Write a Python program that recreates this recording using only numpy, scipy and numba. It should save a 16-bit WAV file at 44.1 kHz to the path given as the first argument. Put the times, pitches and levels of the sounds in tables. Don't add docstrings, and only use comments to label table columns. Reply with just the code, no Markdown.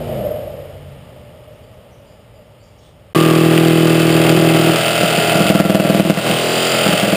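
import sys
import numpy as np
from scipy import signal
from scipy.fft import rfft, irfft, next_fast_len
from scipy.io import wavfile
from scipy.ndimage import uniform_filter1d
from numba import njit

SR = 44100
rng = np.random.default_rng(int(sys.argv[2]) if len(sys.argv) > 2 else 0)


def wav_record(signal):
    frames = np.transpose(np.atleast_2d(signal))
    bounded = np.clip(frames, -1, 1)
    quanta = np.round(bounded * 32767).astype(np.int16)
    wavfile.write(sys.argv[1], SR, quanta)


N = 315756
T = np.arange(N) / SR
FFT_SIZE = 2 * next_fast_len((N + SR) // 2, True)
FREQS = np.arange(FFT_SIZE // 2 + 1) * SR / FFT_SIZE
SAW_START_S, FIRST_STROKE_S = 3.149, 3.1612


def undb(db):
    return np.exp(np.asarray(db) * (np.log(10) / 20))


def curves(rows):
    s, *columns = np.transpose(rows)
    return [np.interp(T, s, column) for column in columns]


def filtered(x, response):
    return irfft(rfft(x, FFT_SIZE) * response, FFT_SIZE)[:N]


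def colour(x, points):
    hz, db = np.transpose(points)
    octave, known = np.log2(FREQS + 1), np.log2(hz)
    outside = np.maximum(known[0] - octave, 0) + np.maximum(octave - known[-1], 0)
    gain_db = np.interp(octave, known, db) - 20 * np.minimum(outside, 2)
    cepstrum = irfft(np.log(undb(gain_db)))
    folded = 2 * rfft(cepstrum[:FFT_SIZE // 2], FFT_SIZE) - cepstrum[0]
    return filtered(x, np.exp(folded))


def ring(x, modes):
    response = 0
    for hz, width, db in modes:
        damping = 1j * FREQS * width
        response = response + undb(db) * damping / (hz ** 2 - FREQS ** 2 + damping)
    return filtered(x, response)


def moving_ring(x, hz, width_hz):
    spin = np.exp(2j * np.pi * np.cumsum(hz) / SR)
    lowpass = signal.butter(2, width_hz / 2, fs=SR, output="sos")
    return (signal.sosfilt(lowpass, x / spin) * spin).real


def unit(x, band=None):
    counted = x if band is None else filtered(x, (FREQS > band[0]) & (FREQS < band[1]))
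    return x / np.std(counted)


def noise():
    return rng.standard_normal(N)


def walk(rate):
    hold = int(SR / rate)
    steps = noise()[np.arange(N) // hold]
    return unit(uniform_filter1d(uniform_filter1d(steps, hold), hold))


def swell(start, length):
    return np.sin(np.pi * np.clip((T - start) / length, 0, 1))


def yard(x, t60, wet_db):
    tail = noise() * undb(-60 * T / t60) * (T > .008)
    echoes = filtered(x, rfft(tail / np.linalg.norm(tail), FFT_SIZE))
    return x + undb(wet_db) * echoes


def taps(times, sizes):
    return np.bincount(np.clip(times * SR, 0, N - 1).astype(int), sizes, N)


def repeating(turns, wobble, size=1024):
    pattern = irfft(np.exp(2j * np.pi * rng.random(size // 2 + 1)))
    angle = turns + wobble * walk(30)
    return unit(np.interp(angle, np.arange(size) / size, pattern, period=1))


# time in seconds, strokes per second in Hz.
SAW_SPEED = [(3.15, 39.84), (3.7, 40.59), (4.5, 40.44), (5.0, 40.99), (5.3, 41.02), (5.72, 40.06),
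             (6.3, 40.44), (6.6, 43.02), (6.76, 43.2), (7.0, 41.0), (7.16, 40.2)]


def jigsaw():
    turns = np.cumsum(curves(SAW_SPEED)[0]) / SR
    turns = turns - np.interp(FIRST_STROKE_S, T, turns)
    low_drive = repeating(turns, wobble=.0012)
    low = panel(low_drive, LOW_RESONANCE, width_hz=120, rough=.7)
    high_drive = repeating(2 * turns, wobble=0.00067, size=512)
    high = panel(high_drive, HIGH_RESONANCE, width_hz=117, rough=0.53)
    return teeth(turns) + gears(turns) + drumming(turns) + low + high + free_run(turns) + hopping()


# time in seconds, level in dB.
DRUM_LEVEL = [(3.15, -8.5), (3.7, -8), (4.22, -12.5), (4.33, -9.5), (4.73, -13), (4.79, -27.5), (5.05, -25),
              (6.1, -21), (6.2, -29), (7.16, -34)]
# frequency in Hz, relative gain in dB.
SHEET_COLOUR = [(81, -32), (121, -21), (162, -1), (202, -9), (243, -21), (283, -14), (324, -0.5),
                (364, -2.5), (405, -15.5), (445, -17), (486, -11), (530, -26), (720, -20), (810, -24.5),
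                (900, -31.5), (1120, -28)]


def drumming(turns):
    count = np.arange(0, int(turns[-1]))
    up_times = np.interp(count, turns, T)
    down_times = np.interp(count + .5, turns, T)
    chance = rng.standard_normal((len(count), 4))
    uneven = np.interp(up_times, [4.1, 4.5], [.3, 1])
    up_db = uneven * (2.2 * chance[:, 1] + 1.5 * (-1) ** count)
    up = taps(up_times + .0003 * uneven * chance[:, 0], undb(up_db))
    down_size = 0.2 * uneven ** 2 * undb(5.1 * chance[:, 3])
    down = taps(down_times + 0.0018 * chance[:, 2], down_size)
    sheet = colour(up + down, SHEET_COLOUR)
    return sheet / np.std(sheet[T > SAW_START_S]) * undb(curves(DRUM_LEVEL)[0])


# time in seconds, strength in dB.
LANDINGS = [(4.372, -5), (5.010, -11), (5.033, -5.5), (5.179, -7), (5.355, -6.5), (5.381, -13), (5.405, -2),
            (5.457, -6), (5.501, 4), (5.551, 3), (5.601, 6.5), (5.652, 2), (5.698, 4), (5.748, 5),
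            (5.799, 2), (5.850, -3.5), (5.899, 3), (5.948, 1), (5.998, 6), (6.051, -1), (6.099, 7),
            (6.174, -3), (6.298, -6.5), (6.863, -6), (6.888, -6), (6.931, -5), (7.031, -5), (7.079, -8),
            (7.128, -3.5)]
# frequency in Hz, relative gain in dB.
LANDING_COLOUR = [(40, -37), (90, -3.5), (140, -10.5), (205, 2.5), (250, 1), (320, -5.5), (450, -11.5),
                  (630, -6), (900, -25.5), (1400, -23), (3000, -40), (6000, -54)]
LANDING_DB, BOOM_DB, CRACK_DB = -0.5, -17, -16.5
REBOUND_S, REBOUND_SHARE, CRACK_S = .006, 0.93, 0.0034


def hopping():
    s, db = np.transpose(LANDINGS)
    slams = taps(s, undb(db))
    blows = slams + taps(s + REBOUND_S, REBOUND_SHARE * undb(db))
    thud = colour(blows, LANDING_COLOUR)
    boom = ring(slams, [(206, 12, 0)])
    body = undb(LANDING_DB) * thud / np.max(np.abs(thud)) + undb(BOOM_DB) * boom / np.max(np.abs(boom))
    crack_decay = signal.lfilter([1], [1, -np.exp(-1 / (CRACK_S * SR))], blows)
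    crack = unit(colour(noise(), TEETH_COLOUR)) * crack_decay
    return yard(slams.max() * body + undb(CRACK_DB) * crack, t60=0.09, wet_db=-7)


# time in seconds, level of the rasp in dB.
BITE_LEVEL = [(3.15, -23.5), (4.45, -23), (4.85, -20), (5.45, -21.5), (5.65, -24), (6.5, -23.5),
              (6.8, -20.5), (7.16, -22.5)]
# frequency in Hz, relative gain in dB.
TEETH_COLOUR = [(150, 4), (300, -31), (420, 8.5), (520, -5), (670, 2.5), (1000, -9), (1400, 0),
                (1750, -7.5), (2100, -0.5), (2330, -6), (2600, 3.5), (2800, 0), (3100, 1), (3700, -8),
                (4300, -11.5), (4700, -7), (5900, -21.5)]


def teeth(turns):
    bite = 1.56 * np.exp(-(turns % 1) / 0.037) + 1.6 * np.exp(-((turns + 0.43) % 1) / .5)
    snaps = unit(noise() * undb(4.1 * walk(1500) + 1.28 * walk(70)))
    steady = np.interp(curves(SAW_SPEED)[0], [40.5, 42.5], [.7, 1.3])
    grains = (snaps + steady * repeating(turns, wobble=0.002)) / np.hypot(1, steady)
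    rasp = unit(colour(grains * (1 + bite), TEETH_COLOUR), band=(2000, 5500))
    return yard(undb(curves(BITE_LEVEL)[0]) * rasp, t60=0.09, wet_db=-10.5)


# frequency in Hz, relative gain in dB.
GEAR_COLOUR = [(70, -31.5), (122, 1), (165, -10.5), (215, 8), (265, -6.5), (400, 5.5), (500, -4.5),
               (640, -2.5), (820, -4.5), (980, -14), (1200, -11), (1450, -12.5), (1750, -14), (3000, -19)]
GEAR_DB, GEAR_SHARE, QUIET_DB = -26.5, .2, -22.5


def gears(turns):
    clatter = repeating(turns, wobble=.0004) * undb(2.7 * walk(60))
    db = GEAR_DB + GEAR_SHARE * (curves(DRUM_LEVEL)[0] - QUIET_DB)
    coloured = unit(colour(clatter, GEAR_COLOUR), band=(500, 1600))
    return yard(undb(db) * coloured, t60=0.46, wet_db=-26.0)


# time in seconds, resonance in Hz, level in dB.
LOW_RESONANCE = [(3.15, 563, -34), (4.3, 603, -24.5), (4.85, 637, -20), (5.25, 652, -20), (5.8, 623, -18),
                 (6.3, 598, -28), (7.16, 595, -19)]
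HIGH_RESONANCE = [(3.15, 1158, -19.5), (3.65, 1154, -29.5), (4.3, 1153, -30.5), (4.7, 1300, -33),
                  (5.25, 1424, -29), (5.6, 1364, -24), (6.45, 1420, -49), (6.82, 1350, -25),
                  (7.16, 1140, -40)]


def panel(drive, resonance, width_hz, rough):
    hz, db = curves(resonance)
    return undb(db) * unit(moving_ring(drive + rough * noise(), hz, width_hz))


# frequency in Hz, relative gain in dB.
FREE_COLOUR = [(150, -25.5), (215, 0), (258, -3), (320, -19), (385, 8), (420, -1), (460, 5.5), (560, -20.5),
               (730, 0), (800, -18), (980, -13.5), (1075, -7), (1200, -41), (1440, -9), (2000, -32),
               (3100, -9.5), (4300, -19.5)]
FREE_START_S, FREE_LENGTH_S, FREE_DB = 5.98, 1, -20
BLADE_DB, BLADE_DB_PER_HZ = -29, 5


def free_run(turns):
    hum = unit(colour(repeating(turns, wobble=.0004), FREE_COLOUR))
    narrow_ring = ring(repeating(turns, wobble=0.00077), [(4740, 150, 0)])
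    blade = unit(ring(narrow_ring, [(4940, 530, 0)]))
    speed = curves(SAW_SPEED)[0]
    blade_db = BLADE_DB - BLADE_DB_PER_HZ * (speed.max() - speed)
    return undb(FREE_DB) * swell(FREE_START_S, FREE_LENGTH_S) * hum + undb(blade_db) * blade


# time in seconds, engine note in Hz, note level in dB.
ENGINE_NOTE = [(0, 152, -31), (.1, 145.8, -26.5), (.2, 130.6, -24.5), (.3, 111.7, -33.5), (.55, 91.6, -39),
               (.9, 87.6, -30), (1.35, 78.7, -42.5), (3.15, 65.9, -38)]
# multiple of the note, relative level in dB, fading in dB per second.
ENGINE_PARTIALS = [(.58, -8, 21), (1, 2, 10.5), (1.579, -3.5, 3.5), (2.48, -2.5, 47)]
# time in seconds, level in dB.
TYRE_LEVEL = [(0.05, -24.5), (0.09, -23), (0.28, -21.5), (0.9, -42.5), (2.06, -47.5), (2.21, -50.5),
              (2.51, -48), (2.72, -52)]
# frequency in Hz, relative gain in dB.
RUMBLE_COLOUR = [(20, -26), (45, -7), (70, -2.5), (110, 0), (150, -4), (220, -8.5), (330, -15.5),
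                 (450, -12.5), (900, -27)]
DRONE_COLOUR = [(250, -19), (400, -16), (470, -6.5), (530, -5), (610, 1.5), (680, -10), (760, -17),
                (950, -47), (1500, -41)]
HISS_COLOUR = [(500, -22), (850, -1.5), (952, -9.5), (1220, -6.5), (1540, -13.5), (1940, -11),
               (2620, -12.5), (2960, -9), (4230, -23), (5100, -20.5), (5900, -35), (7670, -63),
               (13000, -120)]
PASS_S, PASS_WIDTH_S = 0.11, 0.14
RUMBLE_DB, RUMBLE_LOSS_DB, HISS_DB, HISS_LOSS_DB = -30, 13.5, -40.5, 13


def vehicle():
    hz, note_db = curves(ENGINE_NOTE)
    phase = 2 * np.pi * np.cumsum(hz * (1 + 0.011 * walk(25))) / SR
    note = np.zeros(N)
    for multiple, db, fade in ENGINE_PARTIALS:
        partial_db = note_db + db - fade * T + 0.67 * walk(7.6)
        note += undb(partial_db) * np.sin(multiple * phase)
    far = np.log10(np.hypot(1, (T - PASS_S) / PASS_WIDTH_S))
    rumble = unit(colour(noise(), RUMBLE_COLOUR)) * undb(RUMBLE_DB - RUMBLE_LOSS_DB * far)
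    hiss = unit(colour(noise(), HISS_COLOUR), band=(1000, 3500)) * undb(HISS_DB - HISS_LOSS_DB * far)
    drone = unit(colour(noise(), DRONE_COLOUR)) * undb(curves(TYRE_LEVEL)[0])
    return note + rumble + drone + hiss


# start in seconds, length in seconds, start pitch in Hz, end pitch in Hz, peak in dB.
BIRD_CHIRPS = [(1.52, .04, 5940, 5430, -70), (1.609, 0.061, 5070, 4600, -64), (1.73, .04, 5950, 5550, -74),
               (1.905, 0.058, 5990, 5600, -64), (2.051, 0.064, 4610, 4990, -62),
               (2.085, 0.079, 5350, 4800, -69), (2.335, 0.041, 5270, 4600, -62),
               (2.462, .025, 5900, 5400, -68), (2.583, 0.086, 4250, 4820, -60),
               (2.625, 0.044, 5930, 5300, -63), (2.779, 0.027, 5730, 5460, -59)]


def birds():
    song = np.zeros(N)
    for start, length, from_hz, to_hz, db in BIRD_CHIRPS:
        left = 1 - np.clip((T - start) / length, 0, 1)
        hz = to_hz + (from_hz - to_hz) * left ** 2 + 110 * walk(430)
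        song += undb(db) * swell(start, length) * np.sin(2 * np.pi * np.cumsum(hz) / SR)
    return yard(song, t60=0.72, wet_db=2)


SCUFF_S, SCUFF_LENGTH_S, SCUFF_DB = 2.777, .16, -55


def handling():
    rub = unit(ring(noise(), [(380, 200, 3.9), (3360, 450, 1.9)]))
    return rub * undb(SCUFF_DB) * swell(SCUFF_S, SCUFF_LENGTH_S)


def breeze():
    air = unit(colour(noise(), [(15, 13), (35, -15), (90, 11), (130, -13)]))
    return air * undb(-50.5 + 2.9 * walk(11))


def scene():
    quiet = (vehicle() + birds() + handling()) * (T < SAW_START_S - .016)
    cutting = (jigsaw() + breeze()) * (T >= SAW_START_S)
    return (quiet + cutting)[None]


@njit
def follow(x, attack, release):
    out, e = np.empty(len(x)), 0.
    for i in range(len(x)):
        e += (abs(x[i]) - e) * (attack if abs(x[i]) > e else release)
        out[i] = e
    return out


LIMIT_DB, LIMIT_ATTACK_S, LIMIT_RELEASE_S = -3, 0.00097, 0.14


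def limiter(x):
    loudness = follow(x, 1 / (LIMIT_ATTACK_S * SR), 1 / (LIMIT_RELEASE_S * SR))
    limited = x / np.maximum(1, loudness / undb(LIMIT_DB))
    return np.clip(limited, -.97, .97)


HOLD_HZ, TOP_HZ = 12000, 15350


def coarse_hold(x):
    droop = np.sinc(FREQS / HOLD_HZ)
    guard = 1 / np.sqrt(1 + (FREQS / (HOLD_HZ / 2)) ** 40)
    sampled = filtered(x, guard / np.maximum(droop, .5))
    return filtered(sampled * (1 + 2 * np.cos(2 * np.pi * HOLD_HZ * T)), droop)


def record(dry):
    held = coarse_hold(limiter(dry[0]))
    top_cut = signal.ellip(12, .1, 80, TOP_HZ, fs=SR, output="sos")
    return signal.sosfilt(top_cut, held)[None]


dry = scene()
out = record(dry)
wav_record(out)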